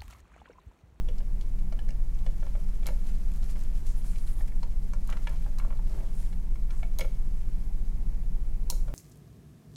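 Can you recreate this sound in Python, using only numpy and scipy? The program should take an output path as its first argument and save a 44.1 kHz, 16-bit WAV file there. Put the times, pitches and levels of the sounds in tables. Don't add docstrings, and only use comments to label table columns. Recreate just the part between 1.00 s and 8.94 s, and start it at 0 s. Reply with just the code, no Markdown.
import sys
import numpy as np
from scipy import signal
from scipy.fft import next_fast_len
from scipy.io import wavfile
from scipy.ndimage import uniform_filter1d

SR = 44100
rng = np.random.default_rng(int(sys.argv[2]) if len(sys.argv) > 2 else 0)


def transcribe(signal):
    frames = np.atleast_2d(signal).T
    limited = np.clip(frames, -1, 1)
    pcm = np.round(limited * 32767).astype(np.int16)
    wavfile.write(sys.argv[1], SR, pcm)


N = 350154
TIME = np.arange(N) / SR
RING_TIME = np.arange(9000) / SR


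def gain_of(db):
    return 10 ** (np.asarray(db) / 20)


def evened(x):
    return x / np.sqrt(np.mean(x ** 2) + 1e-20)


def peaked(x, samples=176):
    return x / np.sqrt(uniform_filter1d(x ** 2, samples, mode="constant").max() + 1e-20)


def value_at(points, hz):
    point_hz, value = np.transpose(points)
    return np.interp(np.log(hz + 1), np.log(point_hz + 1), value)


def add(mix, start_s, sound):
    part = mix[round(start_s * SR):][:len(sound)]
    part += sound[:len(part)]


def band(x, low_hz, high_hz):
    edges = [low_hz, min(high_hz, SR / 2 - 1)]
    return signal.sosfilt(signal.butter(3, edges, "band", fs=SR, output="sos"), x)


def coloured(x, colour):
    size = next_fast_len(len(x))
    hz = abs(np.fft.fftfreq(size, 1 / SR))
    log_gain = np.log(gain_of(value_at(colour, hz)))
    response = np.exp(np.conj(signal.hilbert(log_gain)))
    return np.fft.ifft(np.fft.fft(x, size) * response).real[:len(x)]


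def resonate(x, hz, width_hz):
    pole = np.exp((2j * np.pi * hz - np.pi * width_hz) / SR)
    return signal.lfilter([1 - abs(pole)], [1, -pole], x).real


def wander(per_s):
    return evened(np.interp(TIME * per_s, np.arange(4096), rng.standard_normal(4096)))


def ring(hz, fade_s):
    return np.sin(2 * np.pi * (hz * RING_TIME + rng.random())) * gain_of(-60 * RING_TIME / fade_s)


def burst(fade_s):
    return rng.standard_normal(len(RING_TIME)) * gain_of(-60 * RING_TIME / fade_s)


def ventilation(rumble_db=-32.5, air_db=-55, waver=0.037, drift_cycles=0.062):
    # pitch in Hz, level in dB.
    hum_tones = [(14.85, -26), (29.67, -29), (41.26, -47.5), (44.52, -40), (57.72, -53), (65.97, -50.5),
                 (74.21, -58.5), (119.95, -55.5), (180, -59.5), (184, -62.5)]
    # pitch in Hz, relative level in dB.
    rumble_colour = [(5, -10), (17, 2), (24, 10), (34, -23.5), (48, -5), (62, -18.5), (82, -19.5),
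                     (125, -17.5), (165, -21), (190, -20), (225, -30.5), (300, -63.5)]
    air_colour = [(130, -13.5), (215, 1.5), (280, -4.5), (370, -7.5), (480, -11), (630, -15), (820, -15),
                  (1450, -26), (2250, -24.5), (3300, -35), (6400, -33.5), (10500, -35.5), (13000, -36),
                  (15400, -49), (16500, -65)]
    hum = np.zeros(N)
    for hz, db in hum_tones:
        strength = gain_of(db) * (1 + waver * wander(2.9))
        cycles = hz * TIME + rng.random() + drift_cycles * wander(1.595)
        hum += strength * evened(np.sin(2 * np.pi * cycles))
    rumble = evened(coloured(rng.standard_normal(N), rumble_colour))
    air = evened(coloured(rng.standard_normal(N), air_colour))
    return hum + gain_of(rumble_db) * rumble + gain_of(air_db) * air


def room(x, echo_s=0.0095, echo_db=-17, build_s=0.0019):
    # pitch in Hz, fade time in seconds, level in dB.
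    tail_bands = np.array([(286, 0.3, 5), (1000, 0.22, -9), (3000, 0.32, -11), (7000, 0.52, -13.5),
                           (14000, 0.4, -11)])
    t = np.arange(SR // 2) / SR
    hz, slice_s, noise = signal.stft(rng.standard_normal(len(t)), SR, nperseg=256)
    fade_s = value_at(tail_bands[:, [0, 1]], hz)[:, None]
    level_db = value_at(tail_bands[:, [0, 2]], hz)[:, None]
    same_energy = np.sqrt(2 * np.log(1000) / (fade_s * SR))
    fading = noise * same_energy * gain_of(level_db - 60 * slice_s / fade_s)
    tail = signal.istft(fading, SR, nperseg=256)[1][:len(t)]
    tail *= np.minimum(t / build_s, 1)
    tail[round(echo_s * SR)] += gain_of(echo_db)
    return signal.fftconvolve(x, tail)[:N]


def friction(slips_per_s, spread_db, rush):
    sizes = gain_of(spread_db * np.minimum(rng.exponential(1, N), 4)) * rng.choice([-1, 1], N)
    slips = sizes * (rng.random(N) < slips_per_s / SR)
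    return evened(evened(slips) + rush * rng.standard_normal(N))


def grip(flutter_db=1.4, flutters_per_s=110):
    return evened(gain_of(flutter_db * wander(flutters_per_s)))


def arch(length_s, skew=0.5, sharpness=1.4):
    progress = np.linspace(0, 1, round(length_s * SR))
    return abs(np.sin(np.pi * progress ** skew)) ** sharpness


def rubbed(slips, strokes, width_hz):
    out = np.zeros(N)
    for start_s, length_s, db, hz in strokes:
        swell = arch(length_s)
        part = np.roll(slips, -round(start_s * SR))[:len(swell)]
        tuned = resonate(resonate(part, hz, width_hz), hz, width_hz)
        add(out, start_s, gain_of(db) * swell * evened(tuned))
    return out


def dragging(width_hz=900, trim_db=-1):
    # start in seconds, length in seconds, relative level in dB, pitch in Hz.
    drags = [(2.073, 0.076, -66, 1570), (2.565, 0.016, -59, 1100), (3.045, 0.018, -57, 1050),
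             (3.375, 0.094, -62, 840), (3.519, 0.013, -57.5, 1640), (4.08, 0.12, -50.5, 1100),
             (4.27, 0.14, -56.5, 814), (4.58, 0.074, -51.5, 1020), (4.603, 0.21, -58.5, 450),
             (4.893, 0.24, -51.5, 423), (5.684, 0.13, -59, 1080), (7.873, 0.11, -58, 550)]
    slips = friction(slips_per_s=900, spread_db=3.1, rush=0.6)
    return gain_of(trim_db) * band(rubbed(slips, drags, width_hz), 110, 5000)


def crackle(catches_per_s=130, low_hz=1200, high_hz=7500, fade_s=0.0029, pitches=10):
    catches = friction(catches_per_s, spread_db=1.5, rush=0)
    chosen = rng.integers(0, pitches, N)
    pings = np.zeros(N)
    for k, hz in enumerate(np.geomspace(low_hz, high_hz, pitches)):
        pings += np.convolve(catches * (chosen == k), ring(hz, fade_s)[:256], "same")
    return evened(pings)


def sliding(rub_trim_db=-2.5, stroke_trim_db=4.0, crackle_share=0.55):
    # pitch in Hz, relative level in dB.
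    slide_colour = [(500, 3), (1200, 12), (2200, 8.5), (3500, 5.5), (6500, 7.5), (11500, 4), (14000, 1),
                    (16500, -27)]
    # time in seconds, relative level in dB.
    resting_rub = [(.95, -70), (1.3, -63.5), (1.8, -63.5), (2.1, -61.5), (2.6, -62.5), (3.3, -63.5),
                   (3.55, -68), (4.3, -61.5), (4.7, -65.5), (5.2, -62.5), (5.4, -69), (6.4, -65.5),
                   (7.5, -72.5)]
    # start in seconds, length in seconds, relative level in dB.
    strokes = [(2.057, 0.11, -63), (2.436, 0.16, -64.5), (2.572, 0.12, -67), (2.75, 0.084, -66),
               (2.845, 0.05, -69), (3, 0.33, -67.5), (3.26, 0.088, -63.5), (3.381, 0.074, -66),
               (3.472, 0.026, -62), (4.208, 0.27, -68), (4.863, 0.31, -67.5), (5.176, 0.21, -67)]
    slips = friction(slips_per_s=1100, spread_db=0.95, rush=1.0)
    rustle = evened(coloured(slips, slide_colour)) + crackle_share * crackle()
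    rub_db = np.interp(TIME, *np.transpose(resting_rub))
    power = gain_of(rub_db + rub_trim_db) ** 2
    for start_s, length_s, db in strokes:
        add(power, start_s, (gain_of(db + stroke_trim_db) * arch(length_s)) ** 2)
    return rustle * grip() * np.sqrt(power)


def swishing(width_hz=5000, trim_db=-1):
    # start in seconds, length in seconds, relative level in dB, pitch in Hz.
    swishes = [(2.854, 0.12, -56.5, 6940), (2.865, 0.05, -69, 4300), (2.957, 0.1, -60.5, 10100),
               (3.03, 0.2, -59, 8700), (3.162, 0.2, -63, 9300), (3.26, 0.16, -59.5, 10000),
               (3.366, 0.11, -62, 10800), (5.122, 0.27, -62, 8850), (5.69, 0.25, -64.5, 7560)]
    slips = friction(slips_per_s=1500, spread_db=0.89, rush=0.74) * grip()
    return gain_of(trim_db) * rubbed(slips, swishes, width_hz)


def scratching(width_hz=10000, trim_db=-1):
    # start in seconds, length in seconds, relative level in dB, pitch in Hz.
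    scratches = [(2.07, .008, -59, 9000), (2.094, 0.0068, -60, 5500), (2.317, .004, -54, 10500),
                 (2.337, .006, -55, 7000), (2.36, .004, -50, 9500), (2.37, .005, -54, 8500),
                 (2.442, .005, -52, 7500), (2.493, 0.045, -55, 6500), (2.568, .007, -58, 7000),
                 (2.591, 0.0056, -52, 6000), (2.637, 0.0037, -50, 7500), (2.864, .014, -51.5, 7000),
                 (3.182, .012, -55, 6000), (3.474, .02, -60, 9500), (3.553, 0.027, -61, 9500),
                 (4.293, .006, -51, 9000), (6.051, .006, -55, 10000)]
    slips = friction(slips_per_s=3300, spread_db=2.7, rush=0.89)
    return gain_of(trim_db) * band(rubbed(slips, scratches, width_hz), 2900, 16600)


def jaw_ring(spread_db=3):
    # pitch in Hz, relative level in dB, fade time in seconds.
    jaw_tones = [(500, 0.5, 0.078), (581, 6.5, 0.073), (870, 0.5, 0.052), (1375, 12, 0.027),
                 (1740, 1.5, 0.07), (2154, 7.5, 0.036), (2313, 6.5, 0.053), (2900, 2, 0.033),
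                 (3400, 5, 0.018), (4150, -0.5, 0.07), (5200, -2, 0.053), (6500, -10, 0.08)]
    return peaked(sum(gain_of(db + spread_db * rng.standard_normal()) * ring(hz, fade_s)
                      for hz, db, fade_s in jaw_tones))


def tick_part(hit, low_hz, high_hz, hz, tone_db, fade_cycles, rise_s):
    tone = gain_of(tone_db) * peaked(ring(hz, fade_cycles / hz))
    sound = peaked(band(hit, low_hz, high_hz)) + tone
    onset = 1 - np.exp(-RING_TIME / rise_s)
    return peaked(band(sound * onset, low_hz, high_hz))


def tick(knock_db, knock_hz, clack_db, clack_hz, edge_db, edge_hz, purity_db, contact_db=2):
    # pitch in Hz, relative level in dB.
    contact_colour = [(400, -5.5), (1100, -8.5), (2300, -9), (3600, -12), (6000, -14), (9000, -20.5),
                      (14000, -11), (16500, -80)]
    contact = coloured(burst(fade_s=0.032), contact_colour)
    hit = jaw_ring() + gain_of(contact_db) * peaked(contact)
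    knock = tick_part(hit, 0.5 * knock_hz, 1610, knock_hz, purity_db, fade_cycles=19, rise_s=0.0008)
    clack = tick_part(hit, 1427, 3540, clack_hz, purity_db + 2, fade_cycles=40, rise_s=0.0019)
    edge = tick_part(hit, 0.66 * edge_hz, 10400, edge_hz, purity_db - 1, fade_cycles=40, rise_s=0.0011)
    return gain_of(knock_db) * knock + gain_of(clack_db) * clack + gain_of(edge_db) * edge


def ticks():
    # start in seconds, then level in dB and pitch in Hz for the knock,
    # the clack and the edge in turn, then purity in dB (how far those three pitches stand out).
    touches = [(0.086, -42.5, 476, -50.5, 2970, -48.5, 3330, 10),
               (0.182, -67, 600, -72, 2380, -55, 4300, -6), (0.203, -52.5, 570, -57.5, 1740, -70, 2900, -1),
               (0.41, -86, 450, -64, 3160, -53, 4350, -2), (0.424, -66, 446, -71, 3100, -62, 4260, -2),
               (0.587, -63, 438, -65, 2770, -64, 4300, 1),
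               (0.723, -46.5, 640, -54.5, 2900, -55.5, 4930, -2),
               (0.79, -51.5, 770, -51, 1700, -50.5, 2980, 6),
               (0.888, -51.5, 680, -52.5, 1740, -55, 6450, 1), (0.905, -57, 640, -55, 2800, -55, 6170, 2),
               (1.263, -45, 670, -51, 2280, -52.5, 3000, -5),
               (1.427, -47.5, 570, -55.5, 1720, -71, 3000, 0), (1.465, -50, 576, -63, 1720, -63, 4100, -4),
               (1.551, -45, 606, -57, 2250, -70, 3000, -2), (1.829, -51, 583, -58, 2330, -60, 3400, 3),
               (1.858, -46, 580, -52, 2300, -48.5, 3460, -2),
               (1.871, -44.5, 550, -43.5, 2220, -62, 3000, -6), (1.886, -41, 594, -52, 2300, -52, 4100, -1),
               (1.904, -44, 535, -62, 2170, -65, 4100, 10), (2.428, -56, 704, -65, 1970, -56, 4160, 1),
               (2.558, -52.5, 1000, -56.5, 2100, -72, 3180, -2), (3.157, -66, 570, -55, 2320, -57, 3500, 0),
               (3.407, -49, 776, -52.5, 1830, -66, 3400, 5), (3.63, -43.5, 936, -59, 2020, -48.5, 4280, 4),
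               (3.934, -45, 1000, -53, 2280, -52.5, 6300, 2.5), (4.091, -44, 1180, -54, 1580, -58, 3400, 1),
               (4.125, -46.5, 830, -44, 1970, -49.5, 3000, -2), (4.169, -50, 1220, -53, 2070, -56, 4200, 1),
               (4.2706, -40.5, 932, -39.5, 1725, -49.5, 3720, 2),
               (4.462, -47, 810, -63, 1620, -72, 3000, 4.5), (4.598, -46, 1170, -49, 2220, -51.5, 2720, 9),
               (4.647, -45.5, 1160, -66, 1710, -72, 3000, -4), (4.704, -49, 1120, -59, 2270, -65, 3000, 3),
               (4.724, -51.5, 1160, -59, 1910, -70, 3000, 3), (4.791, -49, 870, -74, 1660, -77, 3000, 6),
               (5.327, -57, 810, -59, 2180, -61, 4100, 0), (5.556, -55, 1000, -57, 2200, -62, 3320, 4),
               (5.705, -59, 930, -55.5, 1720, -54.5, 4100, -1),
               (5.829, -42, 690, -44.5, 2226, -58, 3260, 3.5), (5.993, -39.5, 595, -44, 2150, -54, 3400, 4),
               (6.009, -36.5, 521, -34.5, 2220, -40, 3390, 5.5),
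               (6.021, -49, 530, -53, 2080, -59, 3350, -2), (6.045, -41, 522, -52, 2240, -64, 3400, 5),
               (7.722, -47, 508, -61, 2300, -64, 4170, 5), (7.88, -48.5, 720, -70, 1500, -60.5, 3100, -2)]
    out = np.zeros(N)
    for start_s, *touch in touches:
        add(out, start_s, tick(*touch))
    return out


def fibres(depth_db=4, samples=14):
    jitter = uniform_filter1d(rng.standard_normal(len(RING_TIME)), samples)
    return gain_of(depth_db * evened(jitter))


def snaps(frame_db=-19, frame_fade_s=0.26, tooth_hz=970, tooth_fade_s=0.019, per_cluster=14):
    # start in seconds, crack level in dB, knock level in dB,
    # crack fade time in seconds, crack's lower edge in Hz, ping pitch in Hz, relative ping level in dB.
    snap_events = [(1.8677, -37.5, -49, 0.05, 5200, 7000, -14), (4.075, -51.5, -59, 0.034, 5000, 6600, -11),
                   (4.101, -48.5, -64, 0.041, 2600, 5600, -13), (4.586, -47, -65, 0.057, 4400, 4740, -12),
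                   (5.9873, -35.5, -50, 0.039, 4220, 6640, -6), (5.9958, -47, -60, 0.012, 10500, 14000, -6),
                   (6.007, -42.5, -49, 0.022, 2800, 4850, 2), (7.701, -28, -40.5, 0.029, 4320, 5630, -9.5),
                   (7.709, -41, -64, 0.016, 9500, 9300, -6)]
    # pitch in Hz, relative level in dB.
    crack_colour = [(800, -9), (1800, -5), (2700, 8.5), (3300, 4), (4200, 6), (5000, 0.5), (5700, -0.5),
                    (7000, 2.5), (8300, -2.5), (9200, 1.5), (11000, 0), (12800, -1), (13700, -5),
                    (15400, -7), (16500, -18)]
    # centre in Hz, width in Hz, relative level in dB.
    clusters = [(4100, 780, -1), (6720, 730, 3), (9500, 1700, -1), (11800, 1200, -3)]
    frame_tones = [(hz + width_hz * (k + rng.random() - per_cluster / 2) / per_cluster, db)
                   for hz, width_hz, db in clusters for k in range(per_cluster)]
    out = np.zeros(N)
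    for start_s, crack_db, knock_db, fade_s, low_hz, ping_hz, ping_db in snap_events:
        release = 3.0 * burst(fade_s=0.005)
        ping = peaked(ring(ping_hz, fade_s=0.008))
        noise = peaked(coloured(release + fibres() * burst(fade_s), crack_colour))
        low_cut = signal.butter(2, low_hz, "high", fs=SR, output="sos")
        crack = peaked(signal.sosfilt(low_cut, noise + gain_of(ping_db) * ping))
        frame = peaked(sum(gain_of(db) * ring(hz, frame_fade_s) for hz, db in frame_tones))
        knock = peaked(band(ring(tooth_hz, tooth_fade_s), 230, 1200))
        add(out, start_s, gain_of(crack_db) * (crack + gain_of(frame_db) * frame))
        add(out, start_s, gain_of(knock_db) * knock)
    return out


def scene():
    flossing = ticks() + snaps() + sliding() + scratching() + swishing() + dragging()
    return (flossing + room(flossing) + ventilation())[None]


def record(dry):
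    treble_cut = signal.firwin(511, cutoff=16300, window=("kaiser", 9), fs=SR)
    return signal.oaconvolve(dry, treble_cut[None], "same")


dry = scene()
out = record(dry)
transcribe(out)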